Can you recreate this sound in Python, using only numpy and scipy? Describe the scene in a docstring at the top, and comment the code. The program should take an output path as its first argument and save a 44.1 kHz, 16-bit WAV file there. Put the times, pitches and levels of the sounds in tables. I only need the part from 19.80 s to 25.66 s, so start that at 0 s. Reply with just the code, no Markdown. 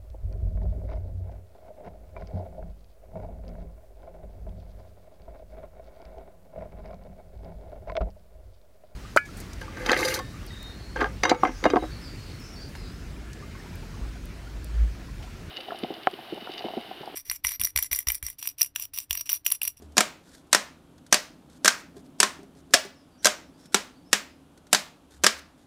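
"""Metal toggle switches in a thin board snap over in quick groups, each with a short ringing rattle;
between them fingers tick and brush, over a low room hum and faint far chirps in a small quiet room.
Snaps are shaped noise plus struck modes of lever, housing and board; touches and brushing are noise
grains, touches with a board thud; chirps are warbling sines; the room is decaying noise tails and the
hum is coloured noise with a drone."""
import sys
import numpy as np
from scipy import signal
from scipy.fft import rfft, irfft
from scipy.io import wavfile
from scipy.ndimage import uniform_filter1d

SR = 44100
rng = np.random.default_rng(int(sys.argv[2]) if len(sys.argv) > 2 else 0)


def pcm_store(signal):
    """Save signal as 16-bit PCM."""
    levels = np.round(np.clip(np.atleast_2d(signal), -1, 1) * 32767)
    wavfile.write(sys.argv[1], SR, levels.astype(np.int16).T)


def makeup_ratio(level_db):
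    """Linear amplitude ratio for a level in decibels (20 dB per factor of ten)."""
    decades = np.asarray(level_db, float) / 20
    return 10 ** decades


N = 258426
LEAD_S = 0.016  # spring loading time ahead of the snap

# colour of skin or nail on metal: f/Hz, relative density/dB
BRUSH_COLOUR = [(880, -37), (1500, 1.5), (2830, -17.5), (3410, -4), (8490, -7), (13000, -17), (16000, -32)]


def snap(snap_db, lever_hz, housing_db, board_db, place_hz):
    """The spring scrapes as it loads, then the lever hits its stop and chatters for a few ms."""
    # rattle colour: f/Hz, relative density/dB
    crack_colour = [(880, -24), (1500, -10), (4690, -9), (5440, -7), (6890, -10.5), (7460, -10),
                    (9850, -13.5), (14300, -25.5), (16000, -41)]
    # housing modes: f/Hz, relative level/dB, t60/s
    housing_modes = [(1390, -3, 0.015), (1604, -2.5, 0.038), (1790, -2.5, .02), (2150, -9, 0.018)]
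    t = np.arange(4096) / SR - LEAD_S
    scrape = 0.01 * np.exp(t / 0.017) + 0.27 * np.exp(t / 0.0004)
    onset = np.clip(0.6 + t / 0.00062, 0, 1)
    hit = onset * np.exp(-t / 0.0036) + 0.28 * np.exp(-t / 0.025)
    chatter = np.where(t < 0, scrape, hit)

    # stiffer lever, brighter crack
    tilt_db = 3 * np.log2(lever_hz / 6000)
    colour = [(hz, db + tilt_db * np.log2(hz / 6000)) for hz, db in crack_colour]
    rattle = noise(colour, size=len(t))
    dull = uniform_filter1d(rattle, size=3)
    treble_decay = np.exp(-np.maximum(t, 0) / 0.0077)  # treble leaves the small parts first
    crack = evened((dull + (rattle - dull) * treble_decay) * chatter) / 15

    push = rng.standard_normal(len(t)) * chatter ** 2
    # main bending mode and a weaker second one
    lever = ring(push, [(lever_hz, 0, 0.012), (lever_hz * 1.3, -8, 0.01)], spread_db=3)
    housing = ring(push, housing_modes, spread_db=1)
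    thump = board(push + 3 * (t > 0) * np.exp(-abs(t) / 0.00017), place_hz)
    return (makeup_ratio(snap_db - 0.5) * (crack + makeup_ratio(-7.5) * lever)
            + makeup_ratio(housing_db + 5) * housing + makeup_ratio(board_db - 0.5) * thump)


def touch(tick_db, thud_db, place_hz):
    """A nail tick on metal and a soft push into the board."""
    t = np.arange(4096) / SR
    tick = noise(BRUSH_COLOUR, size=len(t)) * np.exp(-t / 0.0065) * np.clip(t / 0.0021, 0, 1) / 2
    soft_push = t * np.exp(-t / 0.0006)  # a soft fingertip stirs mostly the low modes
    return makeup_ratio(tick_db) * tick + makeup_ratio(thud_db) * board(soft_push, place_hz)


def brush(length_s, level_db):
    """Sliding skin or sleeve: noise with a random grainy level."""
    size = round(length_s * SR)
    grain = makeup_ratio(2.5 * evened(uniform_filter1d(rng.standard_normal(SR // 2), 120)))
    slide = noise(BRUSH_COLOUR, size=SR // 2) * grain
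    return makeup_ratio(level_db) * slide[:size] * signal.windows.tukey(size, 0.6)


def board(push, place_hz):
    """Each place on the board lies near the belly of some modes and the nodes of others."""
    # board modes: f/Hz, relative level/dB, t60/s
    board_modes = [(209, -6.5, 0.21), (326, -13.5, 0.041), (410, -1, 0.11), (621, -2, 0.14),
                   (724, 3.5, 0.096), (820, -2, 0.062), (970, -1, 0.056), (1040, 0.5, 0.14)]
    modes = [(hz, db - np.minimum(30 * abs(np.log2(hz / place_hz)), 11), t60)
             for hz, db, t60 in board_modes]
    return ring(push, modes, spread_db=2)


def ring(push, modes, spread_db):
    """A push excites decaying modes with random level and pitch offsets; rms 0.1."""
    t = np.arange(len(push)) / SR
    body = np.zeros(len(push))
    for hz, db, t60 in modes:
        level_luck, pitch_luck = rng.standard_normal(2)
        decay = makeup_ratio(db + spread_db * level_luck - 60 * t / t60)
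        body += decay * np.sin(2 * np.pi * hz * (1 + 0.017 * pitch_luck) * t)
    return evened(signal.fftconvolve(push, body)[:len(push)]) / 10


def hands():
    """Snaps, touches and brushing heard directly, and the part of the snaps that reaches the walls."""
    # lever snaps: pair, t/s, snap level/dB, lever f/Hz, housing level/dB, board level/dB (relative)
    snaps = [("front", 0.1691, -10.5, 5577, -28, -16.5), ("front", 0.1798, 0, 6770, -14, -8.5),
             ("front", 0.2063, -5, 7360, -15.5, -16), ("right", 0.7292, -0.5, 6150, -15.5, -22.5),
             ("right", 0.7475, -2.5, 5490, -14, -13.5), ("left", 1.3261, 0.5, 6060, -13, -19.5),
             ("left", 1.3423, -3.5, 4750, -21.5, -17.5), ("front", 1.8468, -6, 6320, -22.5, -17),
             ("front", 1.8571, -4.5, 5604, -13.5, -25), ("front", 1.8783, 0.5, 5886, -9.5, -25),
             ("right", 2.4019, 0, 7930, -22.5, -16.5), ("right", 2.4298, -2.5, 5776, -15.5, -12),
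             ("left", 2.9372, -2, 7380, -11, -24), ("left", 2.9407, 1, 5506, -34, -13),
             ("left", 2.9478, -13.5, 6330, -28.5, -13), ("front", 3.446, -5.5, 5630, -28, -30),
             ("front", 3.4555, 0, 6660, -14.5, -12.5), ("front", 3.4685, -5, 6344, -14.5, -15),
             ("right", 3.9446, -1.5, 5983, -13.5, -13), ("right", 4.33, 0.5, 5600, -10.5, -15.5),
             ("left", 4.9295, 0.5, 7545, -16, -11.5), ("left", 4.9467, -4, 4703, -18, -30),
             ("front", 5.4369, -7, 6166, -22.5, -20), ("front", 5.4425, -3, 5645, -14.5, -13.5),
             ("front", 5.4652, 0.5, 5245, -10.5, -22.5)]
    # board region favoured by each switch pair: pair -> f/Hz
    pair_places = {"front": 620, "right": 980, "left": 650}
    # fingertip landings: t/s, relative tick level/dB, relative thud level/dB
    touches = [(0.0209, -44.5, -33), (0.1194, -49.5, -56), (0.5487, -42, -50), (0.6694, -55, -54.5),
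               (1.1792, -49, -48), (1.2635, -43, -60), (1.697, -47, -53), (2.1655, -44, -29),
               (2.5894, -53, -32.5), (2.6294, -48, -32), (2.7494, -53.5, -41), (2.9068, -45.5, -35.5),
               (3.0494, -35.5, -27), (3.8556, -42, -50.5), (4.774, -45, -52), (4.8673, -45.5, -56.5),
               (5.3063, -47, -49)]
    # sliding skin and sleeves: start t/s, length/s, level/dB
    brushes = [(.01, 0.066, -69), (0.411, 0.23, -62.5), (0.526, 0.033, -56), (1.687, 0.11, -64),
               (1.973, 0.052, -54.5), (2.149, 0.073, -65), (2.24, .04, -66), (2.752, .07, -65.5),
               (3.416, 0.069, -49.5), (3.756, .14, -64.5), (3.918, 0.027, -53), (5.292, .11, -62),
               (5.57, 0.035, -50.5), (5.761, 0.094, -70)]
    mix, walls = np.zeros(N), np.zeros(N)
    for pair, s, *blow in snaps:
        sound = snap(*blow, pair_places[pair])
        add(mix, s - LEAD_S, sound)
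        add(walls, s - 256 / SR, scattered(sound))  # click is centred on sample 256
    for s, *blow in touches:
        add(mix, s, touch(*blow, place_hz=400))
    for s, length_s, db in brushes:
        add(mix, s, brush(length_s, db))
    return mix, walls


def scattered(sound):
    """What the walls receive: a click with the sound's colour averaged over all directions."""
    power = abs(rfft(sound)) ** 2
    fine = uniform_filter1d(power, 25)
    coarse = uniform_filter1d(uniform_filter1d(power, 130), 130)
    # short waves are mixed more thoroughly
    treble = np.clip(np.fft.rfftfreq(len(sound), 1 / SR) / 2500, 0, 1)
    click = irfft(np.sqrt(abs(fine + treble * (coarse - fine))))
    return np.roll(click, 256)[:512] * np.hanning(512)


def room(x):
    """Dense echoes as noise, each band dying at its own speed; three tails take turns cyclically."""
    # initial tail colour: f/Hz, relative level/dB
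    tail_colour = [(150, -6.5), (500, 1), (2000, 2), (6000, -1.5), (11000, -3), (15500, 3.5)]
    # reverberation time: f/Hz, t60/s
    tail_t60 = [(200, .35), (530, 0.4), (1400, 0.36), (3700, 0.36), (8000, 0.29), (12000, 0.28),
                (15500, 0.41)]
    hz, t, z = signal.stft(rng.standard_normal((3, SR // 2)), SR, nperseg=256)
    decay_db = read(tail_colour, hz)[:, None] - 60 * t / read(tail_t60, hz)[:, None]
    tails = signal.istft(z * makeup_ratio(decay_db), SR, nperseg=256)[1]
    tails = tails * np.clip(np.arange(tails.shape[1]) / SR / 0.0034, 0, 1)
    tails = tails / np.linalg.norm(tails[0])
    # 0.6 turns/s, tails a third of a turn apart
    turn = np.arange(N) / SR * 2 * np.pi * 0.6 + np.arange(3)[:, None] * 2 * np.pi / 3
    feeds = x * np.cos(turn) * np.sqrt(2 / 3)
    return signal.fftconvolve(feeds, tails, axes=1)[:, :N].sum(0)


def chirps():
    """Thin whistles: sines whose pitch warbles at random under a smooth swell."""
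    # far chirps: start t/s, length/s, centre f/Hz, relative level/dB
    chirp_list = [(3.142, 0.052, 5430, -61), (3.17, 0.079, 5000, -67), (3.29, .09, 4720, -66),
                  (3.369, 0.064, 5770, -56.5), (3.6, 0.09, 5400, -67), (3.725, 0.053, 4700, -65),
                  (3.77, .13, 5480, -61), (4.136, .07, 4570, -64), (4.235, 0.08, 5280, -61),
                  (4.48, 0.056, 5060, -63)]
    mix = np.zeros(N)
    warble = 0.035  # fraction of the pitch
    for s, length_s, hz, db in chirp_list:
        size = round(length_s * SR)
        wobble = evened(uniform_filter1d(rng.standard_normal(SR // 2), 150))[:size]
        wobble = wobble - wobble.mean()
        phase = 2 * np.pi * np.cumsum(hz * (1 + warble * wobble)) / SR
        add(mix, s, makeup_ratio(db) * np.sin(phase) * np.hanning(size))
    return mix


def hum():
    """Steady hiss, a wavering low boom, a thin deep drone and a trace of sub-bass."""
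    # hiss colour: f/Hz, relative density/dB
    hiss_colour = [(290, -30.5), (500, -3.5), (1380, -9.5), (1950, -19), (3200, -15.5), (5020, -23.5),
                   (10700, -24), (16000, -39)]
    # low room resonances: f/Hz, relative density/dB
    boom_colour = [(110, -31), (135, -7), (165, -3.5), (205, -10), (265, 0), (330, -8), (500, -19),
                   (800, -22), (1200, -47)]
    # boom level: t/s, level/dB
    boom_curve = [(0.0, -54), (0.7, -57), (2.32, -52), (3.26, -58), (3.69, -54), (5.86, -59)]
    # drone that comes and goes: t/s, relative level/dB
    drone_curve = [(0.0, -57), (0.05, -46), (0.18, -67), (2.37, -67), (2.5, -57), (3.33, -72), (3.39, -57),
                   (4.28, -77), (4.34, -60), (5.14, -71), (5.5, -55), (5.86, -77)]
    # sub-bass colour: f/Hz, relative density/dB
    deep_colour = [(15, -21.5), (30, -6), (75, -2.5), (110, -2.5), (140, -30.5), (300, -92)]
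    drift = evened(uniform_filter1d(uniform_filter1d(rng.standard_normal(N), 3000), 3000))
    # pitch and level waver
    drone = np.sqrt(2) * np.sin(2 * np.pi * np.cumsum(75 + 4 * drift) / SR)
    drone = drone * makeup_ratio(4 * np.roll(drift, SR) - 3)
    hiss = makeup_ratio(-64) * noise(hiss_colour, size=N)
    boom = level(boom_curve) * noise(boom_colour, size=N)
    deep = makeup_ratio(-66.5) * noise(deep_colour, size=N)
    return hiss + boom + level(drone_curve) * drone + deep


def evened(x):
    """Scales to rms 1."""
    return x / np.sqrt(np.mean(x ** 2) + 1e-20)


def read(points, hz):
    """Interpolates a spectrum on a log-frequency axis."""
    f, value = np.transpose(points)
    return np.interp(np.log(hz + 1), np.log(f + 1), value)


def noise(spectrum, size):
    """Steady noise of a given colour, rms 1."""
    gain = makeup_ratio(read(spectrum, np.fft.rfftfreq(size, 1 / SR)))
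    return evened(irfft(rfft(rng.standard_normal(size)) * gain, size))


def level(curve):
    """A dB curve over time as a gain for every sample."""
    s, db = np.transpose(curve)
    return makeup_ratio(np.interp(np.arange(N) / SR, s, db))


def add(mix, s, sound):
    """Mixes a sound in at time s."""
    part = mix[max(round(s * SR), 0):][:len(sound)]
    part += sound[:len(part)]


def scene():
    """Hands and switches with echoes, far chirps mostly as echo, over the room noise."""
    near, walls = hands()
    far = chirps()
    echoes = makeup_ratio(-10.5) * room(walls + 4 * far)
    # a small board radiates no deep bass
    high_pass = signal.butter(8, 190, "high", fs=SR, output="sos")
    return (signal.sosfilt(high_pass, near + echoes) + 0.66 * far + hum())[None]


def top_cut(x):
    """Nothing passes above the cut-off."""
    return signal.sosfilt(signal.butter(12, 16310, fs=SR, output="sos"), x)


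def record(dry):
    """The microphone fades out above 15.5 kHz; peaks clip at full scale."""
    low_pass = signal.butter(16, 15500, fs=SR, output="sos")
    heard = signal.sosfilt(low_pass, dry)
    return top_cut(np.clip(heard, -1, 1))


dry = scene()
out = record(dry)
pcm_store(out)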